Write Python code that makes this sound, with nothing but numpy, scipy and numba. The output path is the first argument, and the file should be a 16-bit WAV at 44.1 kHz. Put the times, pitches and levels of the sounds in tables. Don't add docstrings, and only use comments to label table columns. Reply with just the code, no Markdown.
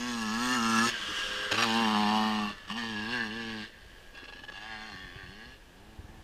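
import sys
import numpy as np
from scipy import signal
from scipy.fft import rfft, irfft
from scipy.io import wavfile
from scipy.ndimage import uniform_filter1d
from numba import njit

SR = 44100
rng = np.random.default_rng(int(sys.argv[2]) if len(sys.argv) > 2 else 0)


def dump(signal):
    limited = np.clip(np.atleast_2d(signal).T, -1, 1)
    pcm = np.round(limited * 32767).astype(np.int16)
    wavfile.write(sys.argv[1], SR, pcm)


N = 274743
T = np.arange(N) / SR

# (frequency [Hz], relative density [dB])
AIR_SPECTRUM = [(12, 4), (20, 10), (47, 5.5), (164, -7), (347, -7.5), (511, -8.5), (1390, -15),
                (1640, -9.5), (2100, -16.5), (2930, -13.5), (3860, -19), (8000, -27), (15000, -33.5)]
# (time [s], decay [s], level [dB])
GUSTS = [(4.936, 0.017, -39), (5.038, 0.022, -43), (5.156, 0.014, -38), (5.231, 0.022, -45),
         (5.287, .015, -44), (5.357, 0.019, -57), (5.462, .02, -45), (5.885, 0.017, -50),
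         (5.988, 0.015, -36), (6.035, 0.023, -44.5), (6.09, 0.026, -44.5), (6.132, 0.022, -48),
         (6.17, 0.033, -46)]
# (time [s], distance [m])
DISTANCE = [(0, 8.1), (.3, 6.55), (.78, 3.47), (1.25, 4), (1.8, 5.87), (2.2, 5.7), (2.5, 9.86), (2.9, 15.2),
            (3.55, 15.4), (4.0, 28.5), (4.8, 31.6), (6.23, 73)]
# (time [s], firing rate [Hz])
REVS = [(0, 120), (.08, 123.5), (.29, 105.8), (.36, 113.7), (.43, 123.7), (.55, 127.5), (.6, 114.9),
        (.79, 112.2), (.89, 120.4), (1.03, 103.6), (1.53, 102.6), (1.63, 119.2), (1.69, 111.2),
        (1.81, 115.5), (1.87, 107.9), (1.92, 107.7), (1.964, 103.8), (2.014, 106.3), (2.055, 103.6),
        (2.12, 107.5), (2.3, 108.4), (2.5, 103.5), (2.7, 96.96), (2.785, 120.9), (2.83, 114.3),
        (2.9, 112.3), (2.96, 103.5), (3.05, 107.9), (3.14, 126.3), (3.29, 104.2), (3.37, 115.8),
        (3.52, 111.4), (3.62, 105.4), (3.68, 114.7), (3.85, 91.65), (4.5, 84.44), (4.6, 103.4),
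        (4.69, 111.9), (4.79, 106.5), (4.87, 111.1), (4.95, 92.6), (5.03, 96.15), (5.11, 85), (5.19, 101),
        (5.26, 86.97), (5.41, 111.3), (5.55, 136.6), (5.62, 88.1), (5.68, 84.4), (5.8, 95.7), (5.9, 111.3),
        (5.99, 110.2), (6.03, 102.5), (6.06, 102), (6.11, 111.1), (6.23, 107)]
# (opens [s], shuts [s], time to fire evenly [s], time to burn clean [s],
# trims for boom [dB], overtones [dB], bark [dB], chamber [dB], rasp [dB], sizzle [dB])
PULLS = [(-.3, .91, 0.041, .1, -1, -1.5, -4.5, -5, -7.5, 6.5),
         (1.515, 2.53, 0.071, 0.26, 3, 2.5, -0.5, -6, -3, 0.5),
         (2.678, 2.91, 0.028, 0.033, 1, -2.5, -4.5, -1.5, -1.5, 3.5),
         (2.83, 3.38, .008, 0.0084, 1, 6, -2, 3, -0.5, 3),
         (3.276, 3.679, 0.0081, 0.0094, -0.5, 6, -7.5, 0.5, -2.5, 0),
         (4.142, 4.563, 1.065, 0.92, -13.5, -3.5, .5, 0.5, -4, -1),
         (4.499, 5.38, .07, 0.26, -6.5, 1, 7.5, 4.5, -0.5, 3.5),
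         (5.267, 5.565, 0.018, 0.015, 5, 1, 2.5, 2.5, -0.5, 7),
         (5.64, 6.501, 0.031, 0.17, 3, 0, -0.5, -10, -23, -25)]
# (time [s], length [s], level over the misfires [dB])
CATCHES = [(1.511, .018, 10), (1.541, .017, 5.5), (1.577, .038, 4.5), (1.621, .026, 5.5),
           (2.580, .012, 3.5), (2.677, .007, 6), (2.698, .03, 7), (4.148, .016, 3), (4.172, .022, 6),
           (4.239, .022, 6.5), (4.281, .021, 6.5), (4.323, .021, 8.5), (4.358, .018, 5.5),
           (4.390, .022, 6.5), (4.435, .018, 13), (4.482, .02, 16), (4.518, .012, 11), (4.535, .05, 5)]
# (multiple of firing rate, relative level [dB])
BOOM_ORDERS = [(2, 0)]
OVERTONE_ORDERS = [(1, 3.5), (3, 8), (4, 6), (5, -4.5), (6, -10.5)]
# (delay [s], gain)
CONE_ECHOES = [(.0007, -.52), (.0013, .48), (.0021, .4), (.0033, -.35), (.0045, .42)]
# (time [s], pitch [Hz], trim [dB])
BARK_CURVE = [(0, 890, -4), (.3, 890, -0.5), (.85, 946.4, -1), (.95, 1097, 1), (1.5, 1240, 5.5),
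              (1.635, 1280, 8), (1.67, 902, 2), (1.8, 987, 3), (1.87, 1010, 2.5), (1.96, 1096, 5.5),
              (2.06, 919, 3.5), (2.15, 976, 6.5), (2.32, 940, 1.5), (2.44, 1086, 2.5), (2.79, 1057, 3.5),
              (2.87, 1012, -2.5), (3.2, 997.3, 0), (4.2, 1030, -0.5), (4.65, 980, -4), (4.9, 1114, -10),
              (5.45, 1094, 0.5), (5.7, 911, -3), (5.95, 778, 1.5), (6.23, 766.4, 4.5)]
# (frequency [Hz], width [Hz])
OUTLET_MODES = [(795, 162), (1130, 108)]
# (time [s], lower mode [dB], upper mode [dB])
OUTLET_MODE_LEVELS = [(.85, -5, 5), (1.6, -5.5, -5), (1.75, -11, -24), (2.3, 4, 5.5), (2.5, -1, 6),
                      (2.9, -11.5, -2.5), (4.75, 18, 14), (5.05, 14, 19), (5.88, 18, 11)]
# (base frequency [Hz], base width [Hz], level from ahead [dB], level from behind [dB])
CLATTER_MODES = [(1555, 620, 3, 14), (3180, 485, 9, 9.5), (4605, 1300, -5, -16)]
CHAMBER_MODES = [(1692, 54, 14, 14.5), (1798, 82, 7.5, 6.5), (1990, 60, -21, -8.5)]
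RASP_MODES = [(2316, 110, -1, -11), (2776, 103, 11.5, 7), (2948, 175, 4.5, 3), (3383, 67, -6, -1.5),
              (3366, 50, 7, -9), (4272, 292, -1, -7.5), (4316, 360, -5.5, -10)]
SIZZLE_MODES = [(5220, 500, 5, 1.5), (5615, 103, 12.5, 6), (5970, 96, 9.5, -21), (6440, 530, 4, -3),
                (8190, 360, -10, -15), (8560, 590, -1, -6.5), (11600, 2400, -11, -14)]
# (time [s], pitch [Hz])
CHAMBER_PITCH = [(0, 1664), (1.7, 1616), (2.1, 1764), (2.35, 1782), (2.85, 1698), (3.2, 1635), (4.5, 1665)]
# (time [s], spread [s], boost [dB])
HOWLS = [(.795, 0.021, 9), (2.795, 0.016, 3.5), (3.21, 0.047, 5), (5.02, 0.042, 1)]
# (base level at 1 m pulling [dB], coasting [dB],
# change for poor burning [dB], for a full flare of revs [dB], alongside [dB], behind the crest [dB])
BOOM_LEVELS = (-18, -45, -16.5, -2, 0, -10.5)
OVERTONE_LEVELS = (-29, -52.5, -6, 3, 5.5, 2.5)
BARK_LEVELS = (-19, -43, -9.5, 5.5, 0.5, -9.5)
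CHAMBER_LEVELS = (-21.5, -32.5, -0.5, 13, 4.5, -0.5)
RASP_LEVELS = (-19, -35, 0.5, 11.5, 3.5, -2.5)
SIZZLE_LEVELS = (-35.5, -48, -1.5, 8, 10, -7)

PASS_S, CREST_S = 1.375, 4.94


def undb(db):
    return 10 ** (np.asarray(db) / 20)


def curves(rows):
    times, *columns = np.transpose(rows)
    return [np.interp(T, times, column) for column in columns]


def unit(x):
    return x / np.sqrt(np.mean(x ** 2))


def unit_now(x, span_s=.13):
    return x / np.sqrt(uniform_filter1d(x ** 2, int(span_s * SR)) + 1e-12)


def noise():
    return rng.standard_normal(N)


def walk(rate):
    return 1.2 * np.interp(T * rate, np.arange(4096), rng.standard_normal(4096))


def ramp(start, length):
    return np.clip((T - start) / max(length, 1e-3), 0, 1)


def window(start, length, edge):
    return np.clip(np.minimum(T - start, start + length - T) / edge + .5, 0, 1)


def bell(centre, span):
    return np.exp(-((T - centre) / span) ** 2)


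@njit
def svf(x, hz, width):
    y, mid, low = np.empty(len(x)), 0., 0.
    for i in range(len(x)):
        g, damping = np.tan(np.pi * hz[i] / SR), width / hz[i]
        v = (mid + g * (x[i] + 1e-18 - low)) / (1 + g * (g + damping))
        mid, low, y[i] = 2 * v - mid, low + 2 * g * v, damping * v
    return y


def band(x, hz, *widths):
    for width in widths:
        x = svf(x, np.minimum(hz * np.ones(N), SR * .45), float(width))
    return x


def field_air():
    hz, db = np.transpose(AIR_SPECTRUM)
    bins = np.maximum(np.fft.rfftfreq(N, 1 / SR), 1)
    slope = undb(np.interp(np.log(bins), np.log(hz), db))
    air = irfft(rfft(noise()) * slope, N)
    return unit(air) * undb(-54 + .8 * walk(4))


def wind(attack_s=.004):
    rumble = unit(band(noise(), 42, 80, 140)) * undb(-67.5 + 3 * walk(7))
    gusts = sum(undb(db) * ramp(s, attack_s) * np.exp(-np.maximum(T - s, 0) / decay)
                for s, decay, db in GUSTS)
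    buffeting = band(band(noise(), 67, 85), 61, 112.1)
    return rumble + gusts * unit_now(buffeting, span_s=.026)


def ring(x, modes, shift, low_hz):
    behind = .5 + .5 * np.tanh((T - PASS_S) / .19)
    body = 0
    for hz, width, ahead_db, behind_db in modes:
        centre = hz * shift * (1 + .012 * walk(7))
        mode = band(x, centre, 1.15 * width, 4 * width) * undb(1.1 * walk(13))
        body += undb(ahead_db + (behind_db - ahead_db) * behind) * mode
    return unit_now(signal.sosfilt(signal.butter(4, low_hz, "high", fs=SR, output="sos"), body))


def chain():
    ticks = noise() * undb(.2 * walk(400))
    clatter = ring(ticks, CLATTER_MODES, shift=.94, low_hz=900)
    thrash_db = 3 * bell(1.193, .058)
    return clatter * undb(-37.5 + thrash_db) * bell(PASS_S, .89)


RATE_HZ, = curves(REVS)
METRES, = curves(DISTANCE)


def coasting_whine(harmonic=5):
    phase = 2 * np.pi * np.cumsum(harmonic * RATE_HZ * (1 + .0034 * walk(57.9))) / SR
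    tones = np.sin(phase) + undb(-3) * np.sin(.8 * phase)
    return tones * undb(-30 + 2.3 * walk(38.9)) * window(1.27, .52, edge=.49) / METRES


def rider(open_s=.014, shut_s=.05, ease_s=.071):
    pulling, even, clean = np.zeros((3, N))
    trims = np.zeros((6, N))
    for opens, shuts, settles, clears, *trim_db in PULLS:
        on = ramp(opens - open_s / 2, open_s) * (1 - ramp(shuts - shut_s / 2, shut_s))
        pulling += on * (1 - pulling)
        held = on * (1 - ramp(shuts - ease_s, ease_s))
        even = np.maximum(even, held * ramp(opens, settles) ** 2)
        clean = np.maximum(clean, held * ramp(opens, clears))
        trims += on * (np.array(trim_db)[:, None] - trims)
    return pulling, even, clean, trims


PULLING, EVEN, CLEAN, TRIMS = rider()
BOOM_TRIM, OVERTONE_TRIM, BARK_TRIM, CHAMBER_TRIM, RASP_TRIM, SIZZLE_TRIM = TRIMS
THROTTLE = .14 + .63 * EVEN


def at_microphone(levels, trim_db, cruise_hz=110.2, full_flare_hz=20.6):
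    pull_db, coast_db, poor_db, flare_db, side_db, crest_db = levels
    hidden = ramp(CREST_S, .13)
    steady_hz = np.maximum(uniform_filter1d(RATE_HZ, int(.48 * SR)), cruise_hz)
    flare = PULLING * (1 - hidden) * np.clip((RATE_HZ - steady_hz) / full_flare_hz, 0, 1) ** 1.31
    engine_db = coast_db + (pull_db - coast_db) * PULLING + poor_db * (PULLING - CLEAN)
    place_db = side_db * bell(PASS_S, .45) + crest_db * hidden
    return undb(engine_db + flare_db * flare + place_db + trim_db) / METRES


def firings(turns):
    at = np.interp(np.arange(1, int(turns[-1])), turns, np.arange(N))
    idle = (1 - THROTTLE[at.astype(int)]) ** 3
    jitter, strength = rng.standard_normal((len(at), 2)).T
    at += SR * (8e-6 + 2.5e-4 * idle) * jitter
    size = undb((1.1 + 2.5 * idle) * np.tanh(strength))
    for s, _, _ in CATCHES:
        at[np.argmin(abs(at - s * SR))] = (s + .002) * SR
    taps = at.astype(int)[:, None] + np.arange(-7, 9)
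    pulses = np.zeros(N)
    np.add.at(pulses, np.clip(taps, 0, N - 1), size[:, None] * np.sinc(taps - at[:, None]))
    return unit(pulses)


def stutter(span_s=.09):
    gain = undb(sum(db * window(s, length, .003) for s, length, db in CATCHES))
    return gain / np.sqrt(uniform_filter1d(gain ** 2, int(span_s * SR)))


def blast(turns, pulses, gas_open, gas_shut):
    gas = gas_shut + (gas_open - gas_shut) * THROTTLE
    decay = .33 - .1 * ramp(4.7, 1)
    puff = (np.exp(-(turns % 1) / decay) + decay) * undb(1.2 * walk(110))
    return np.sqrt(1 - gas) * pulses + np.sqrt(gas) * unit(puff * noise())


def cones(x):
    return x + sum(gain * np.interp(T - delay * (1 + .035 * walk(4)), T, x)
                   for delay, gain in CONE_ECHOES)


def rattle(per_s=600):
    return unit((rng.random(N) < per_s / SR) * np.tanh(noise())) * undb(-8)


def airbox(push, hz=1292):
    honk = unit_now(band(push, hz, 110, 110))
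    return honk * undb(-19.5) * CLEAN * bell(.84, .58) / METRES


def steel(turns, pulses):
    low_drive = blast(turns, pulses, gas_open=.12, gas_shut=.6)
    mid_drive = blast(turns, pulses, gas_open=.3, gas_shut=.75) + rattle()
    high_drive = blast(turns, pulses, gas_open=.55, gas_shut=.95)
    howl_db = sum(db * bell(s, spread) for s, spread, db in HOWLS) + 1.5 * walk(22)
    chamber_hz, = curves(CHAMBER_PITCH)
    receding_m_s = .69 * np.tanh((T - PASS_S) / .12)
    doppler = 1 / (1 + receding_m_s / 343)
    chamber = ring(cones(low_drive), CHAMBER_MODES, chamber_hz / CHAMBER_MODES[0][0], low_hz=1450)
    rasp = ring(cones(mid_drive), RASP_MODES, doppler, low_hz=2010)
    sizzle = ring(cones(high_drive), SIZZLE_MODES, doppler, low_hz=5000)
    dull = signal.sosfiltfilt(signal.butter(3, 9000, fs=SR, output="sos"), sizzle)
    sizzle = dull + (sizzle - dull) * np.exp(-METRES / 22)
    return (at_microphone(CHAMBER_LEVELS, CHAMBER_TRIM + howl_db) * chamber
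            + at_microphone(RASP_LEVELS, RASP_TRIM) * rasp
            + at_microphone(SIZZLE_LEVELS, SIZZLE_TRIM) * sizzle)


def bark(age_s, hz, swings=4.3, climb=.13):
    progress = np.clip(age_s * hz * (1 + .025 * walk(110)) / swings, 0, 1)
    cycles = swings * (progress - climb * progress * (1 - progress))
    packet = np.sin(np.pi * progress) * np.sin(2 * np.pi * cycles)
    return unit_now(packet) * undb(1.1 * walk(100) + .6 * walk(14))


def outlet(turns, pulses, push):
    hz, bark_db = curves(BARK_CURVE)
    gas = blast(turns, pulses, gas_open=1, gas_shut=.6)
    breath = unit_now(band(gas, hz, 600, 700))
    voice = np.sqrt(EVEN) * bark(turns % 1 / RATE_HZ, hz) + np.sqrt(1 - .97 * EVEN) * breath
    tail = sum(undb(db) * unit_now(band(push, mode_hz, width, 2 * width))
               for (mode_hz, width), db in zip(OUTLET_MODES, curves(OUTLET_MODE_LEVELS)))
    chuff = unit(band(band(push, 350, 210), 627, 250)) * (1 - THROTTLE) ** 2 * undb(1)
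    return at_microphone(BARK_LEVELS, BARK_TRIM + bark_db) * (unit_now(voice + tail) + chuff)


def pipe(turns, orders, lead):
    phase = 2 * np.pi * (turns + lead)
    wave = sum(undb(db + 1.4 * walk(5)) * np.cos(k * phase + .8 * (k - 2) ** 2) for k, db in orders)
    return unit_now(wave) * undb((.5 + 8.6 * (1 - THROTTLE) ** 2) * walk(90))


def bike():
    turns = np.cumsum(RATE_HZ * (1 + .002 * walk(40))) / SR
    pulses = firings(turns)
    boom = at_microphone(BOOM_LEVELS, BOOM_TRIM) * pipe(turns, BOOM_ORDERS, lead=-.17)
    overtones = at_microphone(OVERTONE_LEVELS, OVERTONE_TRIM) * pipe(turns, OVERTONE_ORDERS, lead=.273)
    push = blast(turns, pulses, gas_open=.02, gas_shut=.8 * (1 - THROTTLE) + .1)
    push += .3 * cones(push)
    bangs = outlet(turns, pulses, push) + airbox(push) + steel(turns, pulses)
    return boom + overtones + bangs * stutter()


def scene():
    return (bike() + coasting_whine() + chain() + field_air() + wind())[None]


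def record(dry, top_hz=15200):
    return signal.sosfilt(signal.ellip(10, .2, 80, top_hz, fs=SR, output="sos"), dry)


dry = scene()
out = record(dry)
dump(out)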